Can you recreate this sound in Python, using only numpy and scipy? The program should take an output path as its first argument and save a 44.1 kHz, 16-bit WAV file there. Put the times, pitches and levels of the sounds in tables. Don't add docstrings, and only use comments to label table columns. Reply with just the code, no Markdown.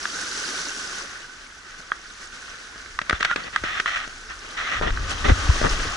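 import sys
import numpy as np
from scipy import signal
from scipy.fft import rfft, irfft, next_fast_len
from scipy.io import wavfile
from scipy.ndimage import uniform_filter1d

SR = 44100
rng = np.random.default_rng(int(sys.argv[2]) if len(sys.argv) > 2 else 0)


def store_pcm(level_fs):
    pcm = np.round(np.clip(level_fs, -1, 1) * 32767).astype(np.int16)
    wavfile.write(sys.argv[1], SR, np.atleast_2d(pcm).T)


N = 262836
TIME = np.arange(N) / SR

# crest t/s, level/dB, build t/s
WAVES = [(0.48, -34, 0.7), (2.4, -52.5, 0.66), (4.2, -50.5, 1.37), (5.7, -37.5, 0.58)]
# t/s, lift of the wash/dB, half-width t/s
SPLASHES = [(1.007, 2.5, 0.037), (1.796, 5, 0.012), (2.238, 4, 0.031), (2.44, 2.5, .03), (2.635, 2, 0.037),
            (5.111, 9, 0.021)]
# f/Hz, level/dB
WALL_SPECTRUM = [(100, -20), (200, -13), (400, -10.5), (650, -16.5), (980, -16), (1220, -6.5), (1500, -4),
                 (1800, -8), (2450, -16), (3050, -13), (4000, -11.5), (6100, -7), (7300, -15), (11000, -25)]
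HULL_SPECTRUM = [(150, -13), (400, -8), (700, -10.5), (980, -10.5), (1200, 0), (1500, -7), (1900, -5.5),
                 (2250, -15), (3100, -10.5), (4300, -12.5), (6200, -11), (7500, -21), (11000, -32.5)]
# f/Hz, lean/dB
WALL_LEAN = [(600, 0), (1200, 1), (1500, -6.5), (2000, 4), (5000, -2.5), (10000, -1)]
HULL_LEAN = [(300, -2), (700, 3), (1250, 10), (1550, -4.5), (2200, 2.5), (6000, 2.5)]
# f/Hz, side minus mid/dB
PORT_WIDTH = [(100, -13), (350, -14), (650, -2), (950, -8.5), (1300, -6), (2000, -2.5), (2500, 6.5),
              (3600, -3), (6500, -7.5), (11000, -3.5)]
# f/Hz, bandwidth/Hz, gain/dB
PORT_HOLLOW = (1510, 45, -0.43)
# t/s, peak/dB, starting f/Hz
DROPS = [(0.272, -27.5, 1560), (0.439, -26, 1474), (0.714, -24.5, 1503), (1.022, -24, 5700),
         (2.328, -32, 1490), (2.499, -32, 5630), (3.438, -28.5, 4370)]
# t/s, ring peak/dB, thud relative to ring/dB, contact t/s
KNOCKS = [(0.0543, -9.5, -24, 0.002), (1.9183, -5.5, -23, 0.001), (2.759, -30.5, -4.5, 0.0021),
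          (2.8601, -28, -8, 0.0024), (2.9893, -8.5, -28, 0.0026), (3.0151, -20.5, -7, 0.0056),
          (3.096, -7.5, -14, 0.0044), (3.1085, -9, -8.5, 0.0031), (3.1283, -9, -5, 0.0021),
          (3.207, -17, -5, 0.006), (3.2279, -8, -24, 0.0038), (3.2478, -11.5, -14.5, 0.0068),
          (3.256, -9.5, -29, 0.0024), (3.312, -9.5, -19, 0.0024), (3.3599, -14.5, -4, 0.0056),
          (3.5608, -4.5, -28, 0.003), (3.6377, -18.5, -0.5, 0.0039), (3.7989, -9.5, -16, 0.0049),
          (3.8592, -6.5, -18, 0.0017), (4.0759, -26.5, -4, 0.0037), (4.8127, -19, 6.5, .002),
          (4.905, -17.5, -12, 0.0031), (4.9734, -15, -19, 0.0016), (5.615, -16.5, 6, 0.0027)]
# f/Hz, t60/s, level/dB
CASE_MODES = [(760, 0.015, -3), (1262, 0.022, 5), (1395, 0.015, -0.5), (1560, 0.0088, 18), (1866, 0.022, 1),
              (2320, .01, -34), (3270, 0.019, 8)]
# start t/s, end t/s, level/dB, relative low drag/dB
RUBS = [(3.119, 3.165, -33.5, -11), (3.197, 3.328, -31.5, -16), (3.356, 3.482, -39, -3.5),
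        (3.526, 3.581, -37.5, -12), (3.634, 3.797, -29.5, -16), (3.856, 4.045, -29.5, -29),
        (4.291, 4.317, -36.5, -10.5), (4.567, 4.705, -30.5, -18.5), (4.712, 4.785, -27.5, -13),
        (4.816, 4.887, -28, 2.5), (5.239, 5.27, -27.5, 0.5), (5.28, 5.308, -25, 3),
        (5.633, 5.668, -29, 7.5)]
# f/Hz, level/dB
SKIN_SPECTRUM = [(240, -59), (400, -46), (528, -13), (726, -5.5), (999, -13.5), (1200, 7), (1970, 3),
                 (2140, -2.5), (2530, -3.5), (2870, -6.5), (4170, -10), (4660, -19), (6060, -14.5),
                 (11000, -44), (14300, -75), (22000, -120)]
# f/Hz, bandwidth/Hz, level/dB
CREAK_MODES = [(1924, 63, 0.5), (2910, 38, -3), (3210, 140, -0.5), (3515, 49, 3), (5520, 180, -1.5)]
# start t/s, end t/s, level/dB, f/Hz
SQUEAKS = [(3.29, 3.327, -20, 1462), (3.318, 3.343, -19, 1435)]
# start t/s, end t/s, level/dB
JUDDERS = [(4.827, 4.875, -17.5), (5.278, 5.318, -17), (5.628, 5.668, -8.5)]
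# f/Hz, level/dB
AIR_SPECTRUM = [(12, -20), (20, 6), (46, -2), (92, -7.5), (145, -20.5), (269, -20.5), (420, -27.5),
                (500, -28), (650, -64), (1100, -120)]
# start t/s, end t/s, level/dB
GUSTS = [(2.71, 4.75, -49), (4.731, 5.155, -29), (5.145, 5.855, -28.3)]
# t/s, level/dB, nominal f/Hz
BUFFETS = [(1.791, -44, 170), (3.129, -22, 68), (3.614, -32.5, 76.4), (3.637, -37, 108), (4.904, -12.5, 31),
           (5.008, -17, 35.2), (5.284, -8.5, 50), (5.299, -10.5, 225), (5.315, -5.5, 76), (5.491, -5.5, 74),
           (5.625, -18, 45), (5.713, -15.5, 34)]

FLEX_LAG_S, FLEX_PAN_DB = 0.00067, 5.5


def water():
    surge_db = surge()
    splash_db = sum(db * np.exp(-((TIME - when) / length) ** 2) for when, db, length in SPLASHES)
    foam = rng.standard_normal((2, N)) * undb(1.04 * walk(30))
    gurgle = bubbles(218, 1120, cycles=22, scatter_db=2.5, count=1400)
    fizz = bubbles(1107, 10780, cycles=35, scatter_db=3.5, count=8000)
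    wash = ports(undb(1) * foam + undb(-1.5) * gurgle + undb(-4.5) * fizz)
    wash = turn_to_hull(wash + resonance(wash, *PORT_HOLLOW))
    lapping = colour(wash, [(150, -1), (400, -7), (900, 0.5), (1500, -2.5), (2200, 0.5),
                            (4000, -10.5), (8000, -43)])
    slack = np.clip((-35.5 - surge_db) / 13, 0, 1) * undb(2 * walk(17))
    return (wash * undb(splash_db) + undb(0.5) * slack * lapping) * undb(surge_db - 0.36)


def surge():
    slack_db, drain_ratio = -51.5, 0.79
    power = undb(slack_db) ** 2
    for crest, db, build in WAVES:
        width = build * np.where(TIME < crest, 1, drain_ratio)
        power = power + (undb(db) * np.exp(-((TIME - crest) / width) ** 2)) ** 2
    return 10 * np.log10(power)


def turn_to_hull(wash):
    angle = np.pi / 2 * curve([(4.3, 0.023), (5.2, 0.73)])
    out = 0
    for spectrum, lean, share in ((WALL_SPECTRUM, WALL_LEAN, np.cos(angle)),
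                                  (HULL_SPECTRUM, HULL_LEAN, np.sin(angle))):
        left, right = colour(wash, spectrum)
        view = np.array([colour(left, lean, 0.19), colour(right, lean, -0.52)])
        hiss_rms = band(view.mean(0), 4500, 11000, order=4).std()
        out = out + share * view / hiss_rms
    return out


def bubbles(lo_hz, hi_hz, cycles, scatter_db, count):
    out = np.zeros((2, N))
    for when, size, length, loud, place in rng.random((count, 5)):
        hz = lo_hz * (hi_hz / lo_hz) ** size
        gain = undb(-scatter_db * np.log(max(loud, .01))) * hz
        angle = 2 * np.pi * place
        ring = bubble(hz, cycles * (.5 + length) / hz)
        add(out, when * (N - 1) / SR, gain * np.outer([np.cos(angle), np.sin(angle)], ring))
    return unit(out) * np.sqrt(2 * (hi_hz - lo_hz) / SR)


def bubble(hz, t60, glide=0.11):
    age = np.arange(int(t60 * SR)) / (t60 * SR)
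    phase = 2 * np.pi * hz * t60 * age * (1 + glide * age / 2)
    return np.sin(phase) * np.exp(-np.log(1000) * age) * (1 - np.exp(-age / 0.021))


def drops(cycles=51):
    out = np.zeros(N)
    for start, db, hz in DROPS:
        add(out, start, undb(db) * peak(bubble(hz, t60=cycles / hz)))
    return out


def knocks():
    out, t = np.zeros((2, N)), np.arange(SR // 16) / SR
    thud_pan = undb([[1.25], [-1.25]])
    for start, db, thud_db, contact in KNOCKS:
        touch = np.exp(-(t / contact) ** 2) + 0.048 * np.exp(-t / 0.051)
        chatter = spread(rng.standard_normal((2, len(t))) * touch, side_db=-3)
        push = chatter + 14 * (t == 0)
        ring = peak(band(case_ring(push), 1110, 3200))
        ring = peak(band(np.tanh(1.4 * ring), 550, 1900))
        crack = peak(band(band(chatter, 1320, 6200), 1700, 3330, order=1))
        crack_db = -8 + 9 * np.log2(contact / 0.0029)
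        flex = undb(4) * np.outer([1, -.5], band(push[0], 570, 597, order=1))
        thud = peak(band(push, 124, 730) + flex) * thud_pan
        add(out, start, undb(db) * (ring + undb(crack_db) * crack + undb(thud_db) * thud))
    return out


def case_ring(push):
    t = np.arange(push.shape[-1]) / SR
    modes = 0
    for hz, t60, db in CASE_MODES:
        pitch = hz * (1 + 0.022 * rng.standard_normal())
        modes = modes + undb(db) * np.sin(2 * np.pi * pitch * t) * np.exp(-np.log(1000) * t / t60)
    return signal.fftconvolve(push, modes[None], axes=-1)[:, :len(t)]


def rubs(ease_db_per_s=13):
    slide, drag = np.zeros((2, N))
    for start, end, db, drag_db in RUBS:
        pressure = undb(db - ease_db_per_s * np.maximum(TIME - start, 0))
        stroke = hold(start, end, attack_s=0.0071, release_s=0.024) * pressure
        slide += stroke
        drag += stroke * undb(drag_db)
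    slips = rng.standard_normal((2, N)) * (rng.random(N) < .12)
    slips = ports(slips * undb(1.2 * walk(220) + 1.9 * walk(45)))
    scrape = colour(slips, SKIN_SPECTRUM)
    creak = sum(resonance(scrape, *mode) for mode in CREAK_MODES)
    warped_time = TIME + np.cumsum(0.035 * walk(22)) / SR
    creak = np.array([np.interp(warped_time, TIME, side, period=N / SR) for side in creak])
    scrape = slide * unit(scrape + undb(5.5) * creak)
    flex = drag * unit(band(slips[0], 81, 890))
    return undb(4) * scrape + left_first(flex, FLEX_LAG_S, FLEX_PAN_DB)


def squeaks():
    out, waver = np.zeros(N), walk(350)
    for start, end, db, hz in SQUEAKS:
        pitch = hz * (1 + 0.025 * waver[int(start * SR):int(end * SR)])
        phase = 2 * np.pi * np.cumsum(pitch) / SR
        add(out, start, undb(db) * signal.windows.tukey(len(phase), .7) * np.sin(phase))
    return np.outer([undb(-3.5), undb(2)], out)


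def judder(slips_per_s=150, growth_db=7.5):
    body, ring = np.zeros(N), np.zeros((2, N))
    for start, end, db in JUDDERS:
        slips = np.zeros((2, SR // 8))
        for when in np.arange(0, end - start, 1 / slips_per_s):
            late, size, side = rng.standard_normal(3)
            strength = undb(2.5 * size + growth_db * when / (end - start))
            add(slips, when + 0.001 * abs(late), strength * np.array([[1], [0.4 + 0.34 * side]]))
        add(body, start, undb(db) * peak(band(slips[0], 137, 1500, order=4)))
        add(ring, start, undb(db - 7.5) * peak(band(case_ring(slips), 820, 2020, order=4)))
    return left_first(body, FLEX_LAG_S, FLEX_PAN_DB) + ring


def air(calm_db=-54.5):
    rumble = unit(colour(rng.standard_normal(N), AIR_SPECTRUM))
    gusts = [undb(db) * hold(start, end, attack_s=0.073, release_s=0.12) for start, end, db in GUSTS]
    rumble *= np.maximum(np.max(gusts, axis=0), undb(calm_db))
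    thumps, t = np.zeros(N), np.arange(SR // 4) / SR
    for start, db, hz in BUFFETS:
        rise_s = 0.0056 * (71.6 / hz) ** 0.55
        pitch = hz * (.5 + 0.63 * np.exp(-t / 0.025))
        phase = 2 * np.pi * np.cumsum(pitch) / SR
        add(thumps, start, undb(db) * peak(np.sin(phase) * t * np.exp(-t / rise_s)))
    return left_first(rumble + thumps, lag_s=0.00082, pan_db=1.5)


def ports(pair):
    return spread([pair[0], colour(pair[1], PORT_WIDTH)], side_db=0)


def spread(pair, side_db):
    side = pair[1] * undb(side_db)
    return np.array([pair[0] + side, pair[0] - side])


def left_first(x, lag_s, pan_db):
    return np.array([undb(pan_db / 2) * x, undb(-pan_db / 2) * np.interp(TIME - lag_s, TIME, x)])


def resonance(x, hz, width_hz, db):
    return undb(db) * band(x, hz - width_hz / 2, hz + width_hz / 2, order=1)


def colour(x, points, power=1):
    size = next_fast_len(N)
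    hz, db = np.transpose(points)
    bins = np.maximum(np.arange(size // 2 + 1) * SR / size, 1)
    gain = undb(power * np.interp(np.log(bins), np.log(hz), db))
    return irfft(rfft(x, size) * gain, size)[..., :N]


def band(x, lo_hz, hi_hz, order=2):
    return signal.sosfilt(signal.butter(order, [lo_hz, hi_hz], "band", fs=SR, output="sos"), x)


def walk(rate):
    step = int(SR / rate)
    levels = np.repeat(rng.standard_normal(N // step + 1), step)
    return unit(uniform_filter1d(uniform_filter1d(levels, step), step)[:N])


def hold(start, end, attack_s, release_s):
    return np.clip((TIME - start) / attack_s, 0, 1) * np.clip(1 - (TIME - end) / release_s, 0, 1)


def curve(rows):
    return np.interp(TIME, *np.transpose(rows))


def add(out, start, sound):
    i = int(start * SR)
    out[..., i:i + sound.shape[-1]] += sound[..., :N - i]


def undb(db):
    return 10 ** (np.asarray(db) / 20)


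def unit(x):
    return x / np.sqrt(np.mean(x ** 2))


def peak(x):
    return x / np.abs(x).max()


def scene():
    return water() + drops() + knocks() + rubs() + squeaks() + judder() + air()


def record(dry):
    dry = signal.sosfilt(signal.butter(2, 14, "high", fs=SR, output="sos"), dry)
    return signal.sosfilt(signal.ellip(10, .2, 70, 11200, fs=SR, output="sos"), dry)


dry = scene()
out = record(dry)
store_pcm(out)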